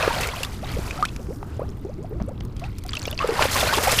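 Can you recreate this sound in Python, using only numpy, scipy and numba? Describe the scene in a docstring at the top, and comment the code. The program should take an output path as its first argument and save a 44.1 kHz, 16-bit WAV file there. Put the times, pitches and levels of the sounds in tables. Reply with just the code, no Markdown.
"""A muddy puddle in the open air, microphone close to the water, no echo.
A dog splashes in, roots about with its muzzle under water, then lifts its head and wades out.
Air pockets ring as rising blips, water drips from its jowls, and its paws throw up clouds of
bubbles and spray. Underneath it all, wind rumbles on the microphone."""
import sys
import numpy as np
from scipy import signal
from scipy.fft import rfft, irfft
from scipy.io import wavfile
from scipy.ndimage import uniform_filter1d
from numba import njit

SR = 44100
rng = np.random.default_rng(int(sys.argv[2]) if len(sys.argv) > 2 else 0)


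def master(y):
    """Save y as 16-bit WAV."""
    cut = np.clip(np.atleast_2d(y).T, -1, 1)
    pcm = np.round(cut * 32767)  # scale
    wavfile.write(sys.argv[1], SR, pcm.astype(np.int16))


N = 176400

# Air pockets at muzzle and paws:
# (time [s], starting pitch [Hz], rise [Hz/s], swell [s], decay [s], level [dB])
AIR_POCKETS = [ (.030, 629, 1510, 0.0053, 0.014, -21), (.040, 1135, 5000, 0.002, 0.0048, -20.5),
               (.076, 442, 6000, 0.0031, 0.0025, -8), (0.627, 487, 20500, 0.0071, 0.0087, -25),
               (.766, 414, 13700, 0.002, 0.011, -24), (.789, 340, 3000, 0.0023, 0.0042, -23),
               (.988, 715, 2020, 0.0074, 0.013, -25), (1.180, 340, 9100, 0.02, 0.015, -35),
               (1.278, 274, 6680, 0.031, 0.015, -29.5), (1.593, 430, 34000, 0.0035, 0.005, -21),
               (1.604, 897, 17900, 0.0035, 0.013, -27.5), (1.616, 453, 10600, 0.002, 0.013, -23.5),
               (1.685, 390, 1000, 0.0036, 0.013, -30), (1.848, 342.7, 4010, 0.0038, 0.015, -24),
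               (1.885, 386, 10850, 0.0074, 0.012, -28), (1.979, 293.5, 4880, 0.0042, 0.023, -27),
               (2.020, 440, 8000, 0.031, 0.0071, -37), (2.109, 364, 4730, 0.0029, 0.021, -26.5),
               (2.209, 188, 1490, 0.011, 0.0054, -19), (2.275, 415, 13660, 0.0098, 0.012, -29),
               (2.31, 460, 10000, .006, 0.0092, -32), (2.615, 647, 3900, 0.011, 0.02, -31),
               (2.850, 716, 300, 0.0049, 0.0089, -33.5), (3.077, 550, 6000, 0.00067, 0.0016, -16),
               (3.122, 574, 3000, 0.012, 0.0075, -30), (3.202, 1085, 7040, 0.0024, 0.0083, -18.5),
               (3.227, 1220, 1500, 0.0012, 0.0082, -16.5), (3.242, 485, 800, 0.0029, 0.0079, -13),
               (3.289, 439.6, 400, 0.0016, 0.02, -14), (3.318, 340, 4030, 0.004, 0.0143, -24),
               (3.392, 964, 1990, 0.0028, 0.0023, -9.5), (3.406, 637, 6140, 0.0033, 0.017, -27),
               (3.453, 510, 3000, 0.0035, 0.0036, -14.5), (3.556, 1042, 2000, 0.0019, 0.014, -15.5),
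               (3.628, 616, 2000, 0.0019, 0.0078, -17.5), (3.647, 437, 6000, 0.0027, 0.0031, -20.5),
               (3.689, 1464, 4900, 0.003, 0.023, -20.5), (3.726, 862, 3000, 0.0019, .011, -18.5),
               (3.735, 1064, 3000, 0.0019, 0.0055, -13.5), (3.771, 354, 5100, 0.0032, 0.021, -18.5),
               (3.866, 588, 16000, 0.014, 0.0051, -14.5), (3.926, 570, 2000, 0.0036, 0.0025, -14)]
# Drops falling into the puddle: (time [s], starting pitch [Hz], level [dB])
DRIPS = [ (.026, 2500, -13.5), (0.232, 2540, -18.5), (.288, 2125, -21.5), (.433, 2700, -16.5),
         (.448, 3440, -20.5), (0.645, 3640, -30.5), (.909, 2390, -21), (.977, 1210, -27.5),
         (1.056, 2370, -24.5), (1.086, 3340, -32), (1.089, 2500, -32), (1.691, 5360, -39),
         (2.64, 2500, -29.5), (2.892, 4600, -22.5), (2.933, 3260, -19), (2.937, 1190, -28.5),
         (2.954, 3000, -23), (2.970, 2590, -19), (3.029, 4270, -29), (3.053, 2250, -25), (3.055, 3280, -23),
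         (3.08, 2690, -23.5), (3.113, 3450, -24.5), (3.128, 2820, -25.5), (3.177, 4520, -22),
         (3.190, 2530, -16.5), (3.425, 2490, -18), (3.502, 3080, -22), (3.606, 3500, -13),
         (3.988, 2720, -9.5), (3.990, 3230, -10.5)]
# Smacks of water on water and fur: (time [s], peak level [dB], upper edge [Hz], decay [s])
SMACKS = [ (0.0778, -12, 1200, 0.0051), (.209, -15, 12000, 0.0081), (.273, -14, 12000, 0.0023),
          (.432, -16, 10700, 0.0054), (0.449, -15, 11000, .0015), (1.028, -18, 5000, 0.0008),
          (1.053, -9, 6100, 0.0021), (1.163, -20.5, 5500, 0.0025), (1.429, -22, 1100, 0.002),
          (2.201, -23.5, 805, 0.0084), (2.216, -29.5, 900, 0.0056), (2.292, -36, 12200, 0.002),
          (2.408, -24, 3080, 0.0015), (2.451, -32.5, 14000, 0.0029), (2.566, -30, 7000, 0.0029),
          (2.596, -30, 8000, 0.0044), (2.784, -25, 11200, 0.0045), (2.838, -25.5, 11600, 0.0018),
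          (2.8642, -22, 13000, 0.0011), (2.891, -33, 9000, .0006), (2.953, -19.5, 10900, 0.0021),
          (3.018, -31, 13000, .0008), (3.0285, -20.5, 11000, 0.001), (3.0876, -25, 11900, 0.0006),
          (3.2752, -16, 10000, 0.0014), (3.308, -19, 4000, 0.0013), (3.423, -5, 2880, 0.0064),
          (3.564, -12.5, 2840, 0.012), (3.604, -12.5, 12000, .004), (3.784, -13, 1430, 0.0031),
          (3.835, -12, 14000, 0.026), (3.9172, -5.5, 13000, 0.0044), (3.974, -15, 11000, 0.00063)]
# Fader moves for the thrown water: (time [s], churn [dB], droplets [dB], spray [dB])
SPLASH_FADERS = [ (0, -26.5, -30, -40), (.09, -28.5, -31, -39.5), (.23, -32, -29.5, -38.5),
                 (.39, -39.5, -40, -47.5), (.435, -39.5, -38, -43), (.49, -45.5, -45, -48),
                 (.60, -52.5, -50.5, -53), (.69, -41, -36, -48), (.80, -45, -46, -47),
                 (.88, -40.5, -38, -41), (.975, -42, -45, -51), (1.11, -51.5, -51.5, -55),
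                 (1.38, -56.5, -80, -58), (1.52, -50, -55.5, -62.5), (1.70, -59, -61.5, -67),
                 (2.55, -63, -60.5, -72), (2.65, -46.5, -47, -60.5), (2.77, -72, -57, -67),
                 (2.95, -49, -46, -60), (3.11, -44.5, -56, -59), (3.17, -58, -55, -58),
                 (3.21, -32, -34.5, -51), (3.33, -34, -36, -42.5), (3.426, -20.5, -29, -34.5),
                 (3.485, -36, -32, -39), (3.52, -33, -28.5, -28.5), (3.60, -28.5, -24, -28),
                 (3.74, -29, -26, -33.5), (3.82, -28.5, -34, -33), (3.87, -26, -22.5, -29.5),
                 (3.925, -25, -23.5, -23.5), (3.955, -32, -30.5, -30.5), (4, -31.5, -22.5, -26)]
# Spells of wet ticks, from the rooting muzzle and then the streaming jowls:
# (start [s], end [s], rate [1/s], typical level [dB], typical pitch [Hz])
TICK_SPELLS = [(0.501, 1.398, 71, -38, 2180), (1.3, 2.801, 60, -43, 8000), (2.878, 3.161, 450, -31, 4500),
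               (2.92, 3.16, 130, -32, 1200)]
# Soft wash under the churning bubbles: (frequency [Hz], relative level [dB])
WASH_SPECTRUM = [(100, -41), (250, -18), (600, 5.5), (1400, 7), (2200, -4), (5000, -13), (15000, -33.5)]
# Wind on the microphone and distant air: (frequency [Hz], relative level [dB])
WIND_SPECTRUM = [(10, -5), (25, -3), (55, 1), (110, -1), (170, -8.5), (260, -12), (400, -18.5),
                 (700, -33.5), (1200, -33.5), (2500, -61), (6000, -71), (15000, -61)]

TOP_HZ = 15250


def splash():
    """Water thrown up close by: bubbles churn over a soft wash, droplets and spray land in surges."""
    times, *faders = np.array(SPLASH_FADERS, float).T
    churn_gain, droplet_gain, spray_gain = (undb(np.interp(np.arange(N) / SR, times, db)) for db in faders)
    churn = cloud(low_hz=394.5, high_hz=1885, per_s=697, cycles=3.5, spread_db=6, gain_db=-1.5)
    churn += noise(WASH_SPECTRUM)
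    surge = undb(1.8 * wander(per_s=55))
    droplets = cloud(low_hz=1851, high_hz=4971, per_s=815, cycles=4, spread_db=1.5, gain_db=-2)
    spray = cloud(low_hz=4521, high_hz=15000, per_s=3500, cycles=2, spread_db=2, gain_db=-0.5)
    spray += crackle()
    return churn_gain * churn + surge * (droplet_gain * droplets + spray_gain * spray)


def cloud(low_hz, high_hz, per_s, cycles, spread_db, gain_db):
    """Countless small bubbles, each ringing with a random size, pitch and length."""
    when, pitch, size, length = rng.random((int(per_s * N / SR), 4)).T
    hz = low_hz * (high_hz / low_hz) ** pitch
    decays = cycles * 2 ** (2 * length - 1) / hz
    return undb(gain_db) * steady(tiny_rings(when * N / SR, hz, decays, grain_gain(size, spread_db)))


def crackle(per_s=170, decay_s=0.0021):
    """Sharp ticks of spray landing on rock and wet fur."""
    hits = (rng.random(N) < per_s / SR) * grain_gain(rng.random(N), spread_db=2.5)
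    envelope = signal.lfilter([1], [1, -np.exp(-1 / (decay_s * SR))], hits)
    spatter = band(envelope * rng.standard_normal(N), low_hz=2180, high_hz=12600)
    return undb(-6) * steady(spatter)


def air_pockets():
    """Large air pockets ring, each with a weak overtone, trembling in the churned water."""
    out = np.zeros(N)
    for at, hz, rise, swell, decay, db in AIR_POCKETS:
        for ratio, mode_db in (1, 0), (1.9, -20):  # fundamental, overtone
            blip = bubble(ratio * hz, ratio * rise, swell, decay, waver=0.026, flutter_db=4)
            add(out, at, undb(db + mode_db) * blip)
    tremble = unit(band(rng.standard_normal(N), low_hz=59, high_hz=333))
    return out * (1 + .18 * tremble)


def bubble(hz, rise, swell, decay, waver=0, flutter_db=0):
    """One bubble: it swells, dies away, and rises in pitch as it nears the surface."""
    t = np.arange(int((swell + 6 * decay) * SR) + 2) / SR
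    attack = np.sin(np.pi / 2 * np.minimum(t / swell, 1))
    envelope = attack * np.exp(-np.maximum(t - swell, 0) / decay)
    pitch = hz + rise * t
    if waver:
        knots = np.linspace(0, t[-1], 20)
        drift, flutter = (np.interp(t, knots, row) for row in rng.standard_normal((2, 20)))
        pitch *= 1 + waver * drift
        envelope *= undb(flutter_db * flutter)
    return envelope * np.sin(2 * np.pi * np.cumsum(np.minimum(pitch, SR / 2)) / SR)


def plop(at=1.026, first_hz=1200, surface_hz=1950, life_s=.0275, fade_s=.015, db=-10.5):
    """One big pocket rings, sweeps ever faster upward, and ends as it bursts."""
    out, t = np.zeros(N), np.arange(int(life_s * SR)) / SR
    pitch = first_hz + (surface_hz - first_hz) * (t / life_s) ** 3
    envelope = undb(db) * np.exp(-(t / fade_s) ** 2 / 2 - t / life_s)
    add(out, at, envelope * np.sin(2 * np.pi * np.cumsum(pitch) / SR))
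    return out


def drips(ring_cycles=10.1, splat_decay_s=0.0039):
    """Each drop splats on the surface and traps a tiny bubble that plinks."""
    plinks, impacts, t = np.zeros(N), np.zeros(N), np.arange(1024) / SR
    for at, hz, db in DRIPS:
        add(plinks, at, undb(db) * bubble(hz, rise=10.8 * hz, swell=0.00044, decay=ring_cycles / hz))
        add(impacts, at, undb(db - 3) * np.exp(-t / splat_decay_s))
    splats = impacts * rng.standard_normal(N)
    for _ in range(2):
        splats = band(splats, low_hz=900, high_hz=6000)
    return plinks + splats


def smacks():
    """Water slaps or a film bursts near the microphone: a snap, then a short burst of noise."""
    out, t = np.zeros(N), np.arange(2048) / SR
    snap = 4.33 * (t == 0)
    for at, db, top_hz, decay in SMACKS:
        burst = rng.standard_normal(len(t)) * np.exp(-t / decay)
        crack = band(snap + burst, low_hz=210, high_hz=top_hz)
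        add(out, at, undb(db) * crack / np.abs(crack).max())
    return out


def patter(spread_octaves=0.85, spread_db=7, typical_decay_s=0.00025):
    """Separate little ticks of bursting films and landing drops, each with its own colour."""
    out = np.zeros(N)
    for start, end, per_s, db, typical_hz in TICK_SPELLS:
        count = int(per_s * (end - start))
        colour, size, length = np.clip(rng.standard_normal((count, 3)).T, -2, 2)
        hz = np.minimum(typical_hz * 2 ** (spread_octaves * colour), TOP_HZ)
        treble_trim = np.sqrt(np.minimum(typical_hz / hz, 1))
        gains = undb(db + spread_db * size) * treble_trim
        out += tiny_rings(rng.uniform(start, end, count), hz, typical_decay_s * 2 ** length, gains)
    return out


def gurgle(start=1.1, end=2.3, per_s=20, low_hz=180, high_hz=380, typical_db=-37):
    """Soft, low glugs at random as the water sloshes round the muzzle."""
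    out = np.zeros(N)
    for when, pitch, size in rng.random((int(per_s * (end - start)), 3)):
        hz = low_hz * (high_hz / low_hz) ** pitch
        glug = bubble(hz, rise=1670, swell=0.009, decay=0.02)
        add(out, start + when * (end - start), undb(typical_db) * (.5 + size) * glug)
    return out


def wind(level_db=-31.1, gust_db=1.3):
    """Wind on the microphone: a low, lightly gusting rumble behind the water."""
    return noise(WIND_SPECTRUM) * undb(level_db + gust_db * wander(per_s=9))


@njit
def tiny_rings(starts, hz, decays, gains):
    """Sum of short decaying rings that glide upward."""
    out = np.zeros(N)
    glide = 0.025  # relative pitch rise in one decay time
    for k in range(len(starts)):
        step = 2 * np.pi * hz[k] / SR
        phasor = gains[k] + 0j
        turn = np.exp(1j * step - 1 / (decays[k] * SR))
        bend = np.exp(1j * step * glide / (decays[k] * SR))
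        first = int(starts[k] * SR)
        for i in range(first, min(N, first + int(7 * decays[k] * SR))):
            out[i] += phasor.imag * min(1., (i - first) * step / np.pi)  # half-cycle fade-in
            phasor *= turn
            turn *= bend
    return out


def grain_gain(draw, spread_db):
    """Turn uniform draws into many small gains and a few large ones, capped at 5.6 spreads."""
    return undb(spread_db * np.minimum(-np.log(1 - draw), 5.6))


def undb(db):
    """Decibels to gain."""
    return 10 ** (np.asarray(db) / 20)


def unit(x):
    """Scale to rms 1."""
    return x / np.sqrt(np.mean(x ** 2))


def steady(x):
    """Even out the slow level of a cloud, keeping its grain."""
    power = uniform_filter1d(uniform_filter1d(x ** 2, size=2200), size=2200)
    return x / np.sqrt(power + 1e-12)


def add(out, at, sound):
    """Mix a sound in at a time in seconds."""
    i = int(np.clip(at * SR, 0, N - 1))
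    out[i:i + len(sound)] += sound[:N - i]


def band(x, low_hz, high_hz):
    """Gentle band-pass."""
    return signal.sosfilt(signal.butter(2, [low_hz, high_hz], "band", fs=SR, output="sos"), x)


def noise(spectrum):
    """Noise of rms 1, shaped by (frequency [Hz], relative level [dB]) points."""
    hz, db = np.array(spectrum, float).T
    bin_hz = np.maximum(np.arange(N // 2 + 1) * SR / N, 1)
    gains = undb(np.interp(np.log(bin_hz), np.log(hz), db))
    return unit(irfft(rfft(rng.standard_normal(N)) * gains, N))


def wander(per_s):
    """A smooth random drift of rms 1."""
    hop = int(SR / per_s)
    path = np.interp(np.arange(N) / hop, np.arange(400), rng.standard_normal(400))
    return unit(uniform_filter1d(path, hop))


def scene():
    """The water and the wind at one close microphone, in mono."""
    return (air_pockets() + plop() + gurgle() + drips() + smacks() + patter() + splash() + wind())[None]


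def record(dry):
    """The recorder cuts the top with a steep low-pass."""
    return signal.sosfilt(signal.ellip(10, .2, 80, TOP_HZ, fs=SR, output="sos"), dry)


dry = scene()
out = record(dry)
master(out)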